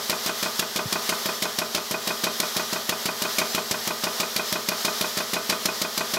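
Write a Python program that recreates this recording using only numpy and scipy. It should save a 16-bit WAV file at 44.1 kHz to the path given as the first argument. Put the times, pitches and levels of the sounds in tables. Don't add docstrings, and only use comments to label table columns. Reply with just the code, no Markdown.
import sys
import numpy as np
from scipy import signal
from scipy.fft import rfft, irfft, next_fast_len
from scipy.io import wavfile
from scipy.ndimage import uniform_filter1d

SR = 44100
rng = np.random.default_rng(int(sys.argv[2]) if len(sys.argv) > 2 else 0)


def pcm_store(signal):
    levels = np.round(np.clip(np.atleast_2d(signal), -1, 1) * 32767)
    wavfile.write(sys.argv[1], SR, levels.astype(np.int16).T)


def ratio_of_db(decibels):
    return 10 ** (np.asarray(decibels, float) / 20)


N = 272538
LEAD = 8192
LONG = N + LEAD

# (stroke number [count], time to the next stroke [s])
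STROKE_PACE = [
    (0, .16556),
    (6, .16636),
    (9, .16181),
    (11, .16316),
    (17, .16420),
    (37, .16007),
]
# (time [s], hiss level [dB])
SUPPLY_HISS = [(0.0, -33), (0.46, -31), (0.72, -33.5), (1.07, -30), (1.44, -32), (1.79, -34.5), (2.2, -32),
               (2.77, -31), (3.11, -33.5), (3.44, -30), (3.61, -32), (4.63, -32), (4.8, -31), (5.92, -33.5),
               (6.18, -32)]
# (time [s], puff change [dB], wake change [dB])
ODD_STROKES = [(.26, 2, 1.5), (.59, 1.5, -2), (.76, -3, -0.5), (1.26, -2.5, -4), (1.91, -1.5, 1.5),
               (2.24, 0.5, 2.5), (2.73, -3, -2), (3.38, 1, 1.5), (3.71, 0, -4), (4.04, -2, 0.5),
               (4.69, -0.5, -8), (5.17, -3.5, 1.5), (5.49, -0.5, 3), (6.14, -1.5, 1.5)]
# (time [s], level above 2 kHz [dB])
CAN_LOAD = [
    (0, -4),
    (1.2, -4),
    (2.2, -2),
    (6.2, -1.3),
]
# (time after the stroke [ms], signed strength [ratio])
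VALVE_STEPS = [
    (-1.11, 0.21),
    (0.16, -1.0),
    (1.61, 0.21),
    (2.99, -0.99),
    (8.0, 0.19),
]
# (time after the stroke [ms], signed strength [ratio])
PISTON_CONTACTS = [
    (30.08, 0.15),
    (31.76, 0.61),
    (34.48, 1.0),
    (37.4, 0.69),
    (40.8, 0.31),
]
# (frequency [Hz], signed swing from pop [thousandths], signed swing from knock [thousandths], t60 [s])
METAL_MODES = [(157.9, -105.9, -75.6, 0.121), (194.1, 113.5, -6.2, 0.065), (226.0, 3.8, 71.9, 0.773),
               (325.2, 35.4, 37.6, 0.014), (397.4, 1.2, 3.2, 0.554), (418.3, 0.5, 4.0, 0.95),
               (464.6, 1.7, -6.2, 0.7), (511.0, 15.1, 15.6, 0.357), (608.8, -13.8, 13.7, 0.24),
               (651.9, 17.8, 21.9, 0.17), (745.7, -1.5, -3.6, 0.249), (844.1, 8.2, 39.6, 0.145),
               (882.5, 9.7, 16.5, 0.16), (975.6, -17.4, 23.4, 0.022), (1010.9, 0.3, -4.7, 0.7),
               (1053.6, 1.9, 0.5, 0.7), (1073.2, -5.5, -9.1, 0.088), (1137.1, -1.4, -3.5, 0.38),
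               (1165.6, -2.0, 14.4, 0.42), (1202.2, -2.8, -7.8, 0.527), (1240.0, -18.1, 2.8, 0.7),
               (1316.3, -9.0, -13.9, 0.2), (1316.6, 14.9, 9.3, 0.073), (1445.9, 0.3, -1.7, 0.635),
               (1493.0, 1.5, -14.5, 0.288), (1545.1, -13.2, -23.4, 0.057), (1937.4, 7.3, -25.2, 0.044),
               (2444.0, -12.6, -27.2, 0.034), (2489.8, 7.5, 42.1, 0.046), (3169.1, 0.8, -0.8, 0.666)]
MODE_LEVEL = [2.27, 2.44, 1.86, 1, 1, 3, 1.7, 3.5, 3, -4, 0, -0.8, -0.2, 3, 2.5, -3, 1.8, 5, -1.5, 4, 4.5,
              4, 6.5, -3, -2, 2.5, 1, -0.5, 3, 10.5]
# (frequency [Hz], level [dB])
HISS_COLOUR = [(100, -35), (220, -33), (500, -5.5), (1200, -4.5), (1900, -2.5), (2400, -10), (3300, -1.5),
               (4400, -1), (5400, -0.5), (7200, -7), (9300, -13.5), (11500, -9), (13200, -9.5),
               (15800, -14)]
# (frequency [Hz], level [dB])
PUFF_COLOUR = [(150, -5.5), (400, -24), (1000, -11.5), (2000, -6), (3000, -4), (5000, -1), (7000, -7),
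               (9500, -10.5), (13000, -9), (16000, -14)]
# (frequency [Hz], level [dB])
WAKE_COLOUR = [(130, -13.5), (210, -13), (400, -2), (1000, -6.5), (2000, -8.5), (3200, -4.5), (4800, -3.5),
               (6500, -8), (9500, -15), (12500, -13.5), (16000, -30)]
# (time [s], bands [count])
WIDE_MOMENTS = [(1.357, 3), (2.658, 1), (3.493, 3), (3.517, 3), (4.469, 1), (4.492, 2), (4.817, 1),
                (5.467, 1), (5.607, 1), (5.746, 2)]


def rms_one(x):
    return x / np.sqrt(np.mean(x ** 2) + 1e-20)


def coloured(spectrum):
    hz, level_db = np.transpose(spectrum)
    size = next_fast_len(LONG)
    grid_hz = np.maximum(np.arange(size // 2 + 1) * SR / size, 10)
    shape = ratio_of_db(np.interp(np.log(grid_hz), np.log(hz), level_db))
    shape = shape * np.minimum(grid_hz / hz[0], 1) ** 2
    return rms_one(irfft(rfft(rng.standard_normal(size)) * shape, size)[:LONG])


def drift(rate_hz):
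    r = np.exp(-2 * np.pi * rate_hz / SR)
    return rms_one(signal.lfilter([1], [1, -2 * r, r * r], rng.standard_normal(LONG)))


def ring(clicks, hz, t60):
    r = 10 ** (-3 / (t60 * SR))
    w = 2 * np.pi * hz / SR
    return signal.lfilter([0, np.sin(w)], [1, -2 * r * np.cos(w), r * r], clicks + 1e-18)


def swell(clicks, rise_ms, fall_ms):
    up, down = np.exp(-1000 / SR / rise_ms), np.exp(-1000 / SR / fall_ms)
    poles = np.convolve([1, -2 * up, up * up], [1, -down])
    return signal.lfilter([(1 - up) ** 2], poles, clicks + 1e-18)


def train(s, level_db, pattern):
    clicks = np.zeros(LONG + SR)
    for ms, strength in pattern:
        at = np.round((s + ms / 1000) * SR).astype(int) + LEAD
        np.add.at(clicks, at, strength * ratio_of_db(level_db))
    return clicks[:LONG]


def strokes():
    first_stroke_s = 0.0950
    periods = np.interp(np.arange(-1, 37), *np.transpose(STROKE_PACE))
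    s = first_stroke_s - periods[0] + np.append(0, np.cumsum(periods))
    at, hiss_db = np.transpose(SUPPLY_HISS)
    pressure_db = hiss_db - hiss_db.mean()
    before = np.interp(s - 0.03, at, pressure_db)
    after = np.interp(s + 0.06, at, pressure_db)
    odd = np.zeros((len(s), 2))
    for when, *change_db in ODD_STROKES:
        odd[np.argmin(abs(s - when))] = change_db
    odd_puff, odd_wake = odd.T
    chance = (rng.standard_normal((len(s), 4)) * [0.46, 0.98, 0.45, 0.75]).T
    pop_db = -0.57 + 0.39 * before + chance[0]
    knock_db = 1.1 + 0.7 * after + 0.24 * odd_wake + chance[1]
    puff_db = -11.5 + 0.12 * before + odd_puff + chance[2]
    wake_db = -25.5 + 0.2 * after + odd_wake + chance[3]
    return s, pop_db, knock_db, puff_db, wake_db


def supply(s):
    t = (np.arange(LONG) - LEAD) / SR
    filled = np.interp(t, s + 0.018, np.arange(len(s)), left=0) % 1
    filled = uniform_filter1d(filled, size=900)
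    level_db = np.interp(t, *np.transpose(SUPPLY_HISS)) + 0.93 * drift(6.8)
    air = ratio_of_db(level_db) * coloured(HISS_COLOUR)
    treble = signal.sosfilt(signal.butter(2, 7500, "high", fs=SR, output="sos"), air)
    return air * ratio_of_db(5.3 * (filled - 0.5)) + treble * (ratio_of_db(filled) - 1)


def exhaust(s, puff_db, wake_db):
    puff = swell(train(s, puff_db, [(0.1, 0.99)]), rise_ms=1.48, fall_ms=3.16) * coloured(PUFF_COLOUR)
    wake = swell(train(s, wake_db, [(1.7, 1)]), rise_ms=2.2, fall_ms=24.3) * coloured(WAKE_COLOUR)
    jet = (puff + wake) * ratio_of_db(2.22 * drift(136))
    return jet + ratio_of_db(-42) * ring(jet, hz=2475, t60=0.05)


def metal_body(s, pop_db, knock_db, air):
    rust_loss_per_s = 0.52
    chance = rng.standard_normal((len(s), len(METAL_MODES), 2))
    can_db = np.interp(s, *np.transpose(CAN_LOAD))
    out = 0
    for k, (hz, by_pop, by_knock, t60) in enumerate(METAL_MODES):
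        scatter_db = min(hz / 700, 1) ** 2 * chance[:, k]
        load_db = can_db * (hz > 2000)
        blows = by_pop * train(s, pop_db + scatter_db[:, 0], VALVE_STEPS)
        blows += by_knock * train(s, knock_db + load_db + scatter_db[:, 1], PISTON_CONTACTS)
        murmur = ratio_of_db(-70.5) * air / np.sqrt(t60)
        damped_t60 = 1 / (1 / t60 + rust_loss_per_s)
        out = out + ratio_of_db(MODE_LEVEL[k]) * ring(blows / 1000 + murmur, hz, damped_t60)
    return out


def workshop(x):
    room_t60, dull_hz = 0.6, 3240
    t = np.arange(SR // 2) / SR
    onset = np.clip((t - 0.004) / 0.0029, 0, 1)
    echoes = rng.standard_normal(len(t)) * 10 ** (-3 * t / room_t60) * onset
    echoes = signal.sosfilt(signal.butter(1, dull_hz, fs=SR, output="sos"), echoes)
    return signal.fftconvolve(x, echoes / np.sqrt(np.sum(echoes ** 2)))[:LONG]


def bump():
    bump_s, bump_db = 0.8557, -19.5
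    t = np.maximum((np.arange(LONG) - LEAD) / SR - bump_s, 0)
    turns = 85 * t + 0.95 * (1 - np.exp(-t / 0.008))
    envelope = (1 - np.exp(-t / 0.0015)) * np.exp(-(t / 0.011) ** 1.3)
    return ratio_of_db(bump_db) * np.sin(2 * np.pi * turns) * envelope


def wide_treble(mono):
    half, delay = 1024, 700
    low_edge_hz, high_edge_hz, width = 4100, 13200, 1.2
    side = np.zeros(N)
    moments = [s for s, bands in WIDE_MOMENTS for _ in range(bands)]
    lows_hz = rng.permutation(np.geomspace(low_edge_hz, high_edge_hz, len(moments)))
    for s, low_hz in zip(moments, lows_hz):
        at = round(s * SR) - half
        older = mono[at - delay:at - delay + 2 * half] * np.hanning(2 * half)
        band = signal.ellip(6, 0.5, 60, [low_hz, low_hz * width], "band", fs=SR, output="sos")
        side[at:at + 2 * half] += signal.sosfilt(band, older)
    return ratio_of_db(-1.0) * side * [[1], [-1]]


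def scene():
    s, pop_db, knock_db, puff_db, wake_db = strokes()
    hiss = supply(s)
    jet = exhaust(s, puff_db, wake_db)
    metal = metal_body(s, pop_db, knock_db, hiss + 0.5 * jet)
    room = workshop(ratio_of_db(-15.5) * metal + ratio_of_db(-14.5) * jet)
    heard = hiss + jet + metal + room + bump()
    return np.tile(heard[LEAD:], (2, 1))


def top_cut(x):
    return signal.sosfilt(signal.butter(12, 16080, fs=SR, output="sos"), x)


def record(dry):
    x = signal.sosfilt(signal.butter(1, 70, "high", fs=SR, output="sos"), dry)
    x = 0.6 * np.tanh(x / 0.6)
    x = signal.sosfilt(signal.ellip(10, 0.1, 70, 15720, fs=SR, output="sos"), x)
    return top_cut(x + wide_treble(x[0]))


dry = scene()
out = record(dry)
pcm_store(out)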